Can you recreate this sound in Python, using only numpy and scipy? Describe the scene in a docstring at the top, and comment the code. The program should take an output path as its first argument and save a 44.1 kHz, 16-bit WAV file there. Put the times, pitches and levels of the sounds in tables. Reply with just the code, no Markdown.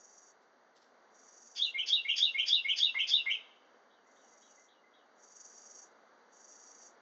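"""A wren close by on a porch sings six quick two-part phrases: a rasp into a rising whistle, then a lower slur.
Its whistles are wavering near-sines and its rasp is fluttering noise; floor, walls and roof throw each note back.
Soft knocks share the porch. A second bird, whistled the same way, sings later from far off through a blurring tail.
Insects rattle in bursts of pulsed hiss, dry stems rustle faintly as grainy noise, and a soft outdoor rush of
shaped noise lies under it all."""
import sys
import numpy as np
from scipy import signal
from scipy.fft import rfft, irfft, next_fast_len
from scipy.io import wavfile
from scipy.ndimage import uniform_filter1d

SR = 44100
rng = np.random.default_rng(int(sys.argv[2]) if len(sys.argv) > 2 else 0)


def log_audio(samples):
    """Write samples as a 16-bit WAV file to the path given in sys.argv[1]."""
    # one column per channel
    frames = np.atleast_2d(samples).T
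    # limit to full scale, then quantise
    limited = np.clip(frames, -1, 1)
    pcm = np.round(limited * 32767).astype(np.int16)
    wavfile.write(sys.argv[1], SR, pcm)


N = 309384
TIME = np.arange(N) / SR


def from_db(db):
    """Decibels to gain."""
    return 10 ** (np.asarray(db) / 20)


def rms_one(x):
    """Scale to unit rms."""
    return x / np.sqrt(np.mean(x ** 2) + 1e-20)


def band(x, low_hz, high_hz):
    """Gentle band-pass."""
    sos = signal.butter(2, [low_hz, high_hz], "band", fs=SR, output="sos")
    return signal.sosfilt(sos, x)


def drift(per_s):
    """Random wander of rms 1: straight lines between per_s chance values each second."""
    knots = rng.standard_normal(N // 8)
    return rms_one(np.interp(TIME * per_s, np.arange(len(knots)), knots))


def noise(colour):
    """Noise of rms 1 whose spectrum follows a colour curve."""
    hz, db = np.transpose(colour)
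    size = next_fast_len(N)
    bins = np.maximum(np.fft.rfftfreq(size, 1 / SR), 1)
    gain = from_db(np.interp(np.log(bins), np.log(hz), db))
    spectrum = rfft(rng.standard_normal(size)) * gain
    return rms_one(irfft(spectrum, size)[:N])


def swell(seconds, db):
    """Gain that follows a level curve and is silent outside it."""
    log_gain = np.log(from_db(db))
    return np.exp(np.interp(TIME, seconds, log_gain, left=-np.inf, right=-np.inf))


def tail(t60, build_s):
    """Scattered reflections of unit energy that build up and die away by 60 dB in t60 seconds."""
    t = np.arange(SR) / SR
    response = rng.standard_normal(SR) * from_db(-60 * t / t60) * (1 - np.exp(-t / build_s))
    return response / np.sqrt(np.sum(response ** 2))


def whistle(gesture, notes, waver, rough, overtone_db):
    """A syrinx repeats one gesture: a near sine with a quick random pitch waver, a roughness and a blurred octave."""
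    s, hz, db = np.transpose(gesture)
    t = np.arange(int(s[0] * SR), int(s[-1] * SR)) / SR
    pitch = uniform_filter1d(np.interp(t, s, hz), size=120)
    gain = np.sqrt(2) * from_db(np.interp(t, s, db)) * signal.windows.tukey(len(t), .1)
    unsteady = 1 + waver * drift(400)   # pitch factor
    jitter = rough * drift(1300)        # phase [rad]
    blur = 0.68 * drift(700)            # extra phase of the octave [rad]
    out = np.zeros(N)
    for start, level_db, ratio, *_ in notes:
        at = int((start + s[0]) * SR) + np.arange(len(t))
        phase = 2 * np.pi * np.cumsum(pitch * ratio * unsteady[at]) / SR + jitter[at]
        octave = from_db(overtone_db) * np.sin(2 * phase + blur[at])
        out[at] += from_db(level_db) * gain * (np.sin(phase) + octave)
    return out


# slow rise and fall of the rush before its trim: (time [s], level [dB])
RUSH_LEVEL = [(0, -66.5), (1.899, -64.5), (4.9, -65.5), (5.6, -63.5), (7, -64)]
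# colour of the rush: (frequency [Hz], spectral level [dB])
RUSH_TONE = [(30, -42), (80, -23), (140, -22), (230, -2), (320, -3.5), (450, 1.5), (720, 1.5), (1000, -1),
             (1500, -1.5), (2120, -9.5), (2450, -21), (4850, -16), (5230, -34), (5600, -16.5),
             (6700, -20.5), (7200, -46.5)]


def rush(trim_db, waver_db):
    """Far traffic and air in the leaves: shaped noise with a gently wandering level."""
    s, db = np.transpose(RUSH_LEVEL)
    level_db = np.interp(TIME, s, db) + trim_db + waver_db * drift(5.6)
    return from_db(level_db) * noise(RUSH_TONE)


# insect bursts: (start [s], end of the hold [s], level [dB], wing-stroke rate [1/s])
INSECT_BURSTS = [(-.297, 0.286, -58.5, 23), (1.105, 1.679, -56.5, 21.7), (4.033, 4.658, -64, 22.95),
                 (5.156, 5.843, -54, 23.45), (6.291, 6.876, -54, 25.75)]
# colour of the wing hiss: (frequency [Hz], spectral level [dB])
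WING_TONE = [(3600, -24), (4250, -46), (4550, -4.5), (4980, -9.5), (5240, -62), (5420, -20), (5650, 6),
             (6200, 2), (6850, 2.5), (7150, -15.5), (7700, -15.5), (8400, -5.5)]
# every burst comes in quickly, a little soft, builds to full strength, holds and dies away
BURST_ATTACK_S, BURST_BUILD_S, BURST_RELEASE_S = 0.051, 0.19, 0.084
BURST_QUIET_DB, BURST_ENTRY_DB = -28, -7.5   # relative to full strength


def insects(stroke_db, sharpness, stroke_spread_db, stroke_jitter, tooth_hz, tooth_db, uneven_db):
    """Nearly even wing strokes each drag a file of teeth over a scraper and set the wing hissing."""
    stumble = stroke_jitter * drift(13)   # in strokes
    force = from_db(stroke_db + stroke_spread_db * drift(25))
    burst_shape_db = np.array([BURST_QUIET_DB, BURST_ENTRY_DB, 0, 0, BURST_QUIET_DB])
    effort = 0
    for start, end, db, per_s in INSECT_BURSTS:
        entry = start + BURST_ATTACK_S
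        corners = [start, entry, entry + BURST_BUILD_S, end, end + BURST_RELEASE_S]
        burst = swell(corners, db + burst_shape_db)
        strokes = np.abs(np.cos(np.pi * ((TIME - start) * per_s + stumble))) ** sharpness
        # a steady hiss stays under the strokes
        effort = effort + burst * rms_one(np.hypot(1, force * strokes))
    teeth = np.cos(2 * np.pi * np.cumsum(tooth_hz * (1 + 0.129 * drift(51))) / SR)
    grain = rms_one(from_db(tooth_db * teeth + uneven_db * drift(54)))
    hiss = effort * grain * noise(WING_TONE)
    return band(hiss, 2000, 17000)   # small wings radiate no bass


# faint dry rustles: (time [s], level [dB], decay [s])
STEM_SCRAPES = [(.425, -75, 0.016), (.765, -65.5, 0.032), (.82, -73, 0.074)]


def rustles():
    """Short scrapes of dry stems, grainy and quick to fade."""
    touch = sum(swell([s - .014, s, s + 4 * decay], [db - 16, db, db - 44])
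                for s, db, decay in STEM_SCRAPES)
    grains = rng.standard_normal(N) * from_db(1.9 * drift(430))
    return touch * rms_one(band(grains, 3300, 5900))


# the far bird's high and low notes: (time [s], level [dB])
FAR_HIGHS = [(3.891, -70.5), (4.15, -71.5), (4.407, -67), (4.671, -66.5), (4.92, -67)]
FAR_LOWS = [(4.045, -71), (4.305, -72), (4.56, -66), (4.82, -66)]
# its gestures, high then low: (time into the note [s], pitch [Hz], level relative to the note [dB])
FAR_HIGH_GESTURE = [(0, 3005, -2.5), (.02, 3914, 2.5), (.045, 3440, -23), (.07, 2950, -3), (.10, 2760, -26)]
FAR_LOW_GESTURE = [(0, 2140, -16), (.014, 2040, 5), (.03, 2080, -5), (.045, 2120, -23)]


def far_bird():
    """A second song of chirps and hoots, blurred by the trees it comes through."""
    high_notes = [(s, db, 1) for s, db in FAR_HIGHS]
    low_notes = [(s, db, 1) for s, db in FAR_LOWS]
    high = whistle(FAR_HIGH_GESTURE, high_notes, waver=0.028, rough=0.25, overtone_db=-43)
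    low = whistle(FAR_LOW_GESTURE, low_notes, waver=0.0089, rough=0.08, overtone_db=-45)
    return signal.fftconvolve(high + low, tail(t60=0.36, build_s=0.0025))[:N]


# hard surfaces of the porch: (delay [s], level relative to the direct sound [dB])
PORCH_ECHOES = [(.0042, -6.5), (.0085, -15), (.0135, -15.5), (0.0197, -15), (.030, -16)]
# ring time and level relative to the direct sound
PORCH_T60_S, PORCH_DB, GARDEN_T60_S, GARDEN_DB = 0.18, -0.5, 0.78, -17.5


def porch(x):
    """Direct sound, a few hard echoes, a short ring under the roof and a long faint one from the trees."""
    roof = from_db(PORCH_DB) * tail(PORCH_T60_S, build_s=0.0045)
    trees = from_db(GARDEN_DB) * tail(GARDEN_T60_S, build_s=0.011)
    response = roof + trees
    response[0] += 1   # direct sound
    for delay, db in PORCH_ECHOES:
        response[int(delay * SR)] += from_db(db)
    return signal.fftconvolve(x, response / np.sqrt(np.sum(response ** 2)))[:N]


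# soft knocks on the porch: (time [s], level [dB], centre pitch [Hz])
PORCH_KNOCKS = [(1.568, -55.5, 1720), (2.944, -46, 1250), (3.257, -50, 1330)]


def knocks(decay_s):
    """Dull taps, each a quickly fading band of noise around its own pitch."""
    white = rng.standard_normal(N)
    out = np.zeros(N)
    for s, db, hz in PORCH_KNOCKS:
        tap = swell([s - .003, s, s + decay_s], [db - 15.5, db, db - 32.5])
        out += tap * rms_one(band(white, 0.65 * hz, 1.6 * hz))
    return out


# first half of each phrase: (time [s], whistle level [dB], pitch ratio [1], rasp level [dB])
PHRASE_OPENINGS = [(1.548, -24, 0.99, -39), (1.856, -20.5, 0.99, -34), (2.154, -20, 0.99, -31),
                   (2.455, -19, 0.99, -32), (2.756, -19.5, 0.98, -32), (3.065, -20, 0.99, -32)]
# the rasp that opens a phrase: (time into the note [s], level relative to the note's rasp [dB])
RASP_SHAPE = [(.002, -19.5), (.012, -7), (0.025, -5), (0.032, 3), (.039, -3.5), (.050, -26.5)]
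# colour of the rasp: (frequency [Hz], spectral level [dB])
RASP_TONE = [(1000, -44), (1600, -21.5), (2200, -14.5), (2600, -13.5), (3400, 2.5), (4080, -15.5),
             (4400, -17), (4750, 3), (5400, -3.5), (5900, -9.5), (6600, -4.5), (7100, -40), (8000, -62)]


def rasp(flutter_hz, rough):
    """The syrinx flutters chaotically before it locks onto the whistle: noise with a wandering tremolo."""
    s, db = np.transpose(RASP_SHAPE)
    effort = sum(swell(start + s, db + rasp_db) for start, _, _, rasp_db in PHRASE_OPENINGS)
    flutter_rate = flutter_hz * (1 + 0.11 * drift(60))
    flutter = 1 + rough * np.sin(2 * np.pi * np.cumsum(flutter_rate) / SR)
    return effort * rms_one(flutter * noise(RASP_TONE))


# second half of each phrase: (time [s], slur level [dB], pitch ratio [1], hoot level [dB])
PHRASE_ENDINGS = [(1.723, -29.5, 1.0, -33), (2.028, -25, 1.0, -33), (2.324, -26, 1.0, -30),
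                  (2.626, -26, 1.0, -29.5), (2.929, -26.5, 0.98, -28.5), (3.242, -27.5, 0.99, -28)]
# gestures in singing order: (time into the note [s], pitch [Hz], level relative to the note [dB])
SQUEAK_GESTURE = [(.008, 4377, -40.5), (.023, 4567, -18.5), (.033, 4711, -16), (.040, 4800, -22.5),
                  (.048, 4734, -47)]   # shrill core of the rasp
RISE_GESTURE = [(.026, 3593, -31), (.040, 3460, -12), (.060, 3236, -8), (.069, 3488, -6), (.076, 3702, 0.5),
                (.084, 3818, -5.5), (.100, 4010, -10.5), (.112, 3910, -27.5)]
DROP_GESTURE = [(.100, 2854, -30), (.114, 3000, -13), (.125, 2803, -14.5), (.134, 2770, -10),
                (.144, 2744, -29.5)]
HOOT_GESTURE = [(.015, 2160, -28.5), (.024, 2138, -3), (.036, 2156, -3.5), (.047, 2218, -4.5),
                (.054, 2320, -2), (.060, 2500, -20)]       # low opening of the second half
SLUR_GESTURE = [(.056, 3270, -28), (.060, 3164, -7), (.069, 2744, -1), (.076, 3069, 0), (.088, 3320, -6),
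                (.103, 2780, -10.5), (.115, 2519, -12), (.122, 2526, -35.5)]


def wren():
    """Rasp, rising whistle and a short drop; then a low hoot that breaks upward into a slur."""
    noisy = rasp(flutter_hz=219, rough=0.26)
    squeak = whistle(SQUEAK_GESTURE, PHRASE_OPENINGS, waver=0.029, rough=0.21, overtone_db=-71.0)
    rise = whistle(RISE_GESTURE, PHRASE_OPENINGS, waver=0.012, rough=0.06, overtone_db=-63.5)
    drop = whistle(DROP_GESTURE, PHRASE_OPENINGS, waver=0.0038, rough=0.022, overtone_db=-39)
    hoot_notes = [(s, hoot_db, ratio) for s, _, ratio, hoot_db in PHRASE_ENDINGS]
    hoot = whistle(HOOT_GESTURE, hoot_notes, waver=.013, rough=0.052, overtone_db=-53.0)
    slur = whistle(SLUR_GESTURE, PHRASE_ENDINGS, waver=.022, rough=0.04, overtone_db=-29.5)
    # throat and beak pass only the middle range
    return band(noisy + squeak + rise + drop + hoot + slur, 900, 7600)


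def scene():
    """Everything reaches one microphone; only the wren and the knocks ring in the porch."""
    background = rush(trim_db=-0.5, waver_db=0.8)
    rattle = insects(stroke_db=2.5, sharpness=3, stroke_spread_db=2.5, stroke_jitter=0.066,
                     tooth_hz=79, tooth_db=1.1, uneven_db=1.35)
    near = porch(wren() + knocks(decay_s=0.038))
    return (background + rattle + rustles() + far_bird() + near)[None]


def record(dry):
    """The top is cut steeply above 7.7 kHz."""
    return signal.sosfilt(signal.ellip(10, .1, 80, 7700, fs=SR, output="sos"), dry)


dry = scene()
out = record(dry)
log_audio(out)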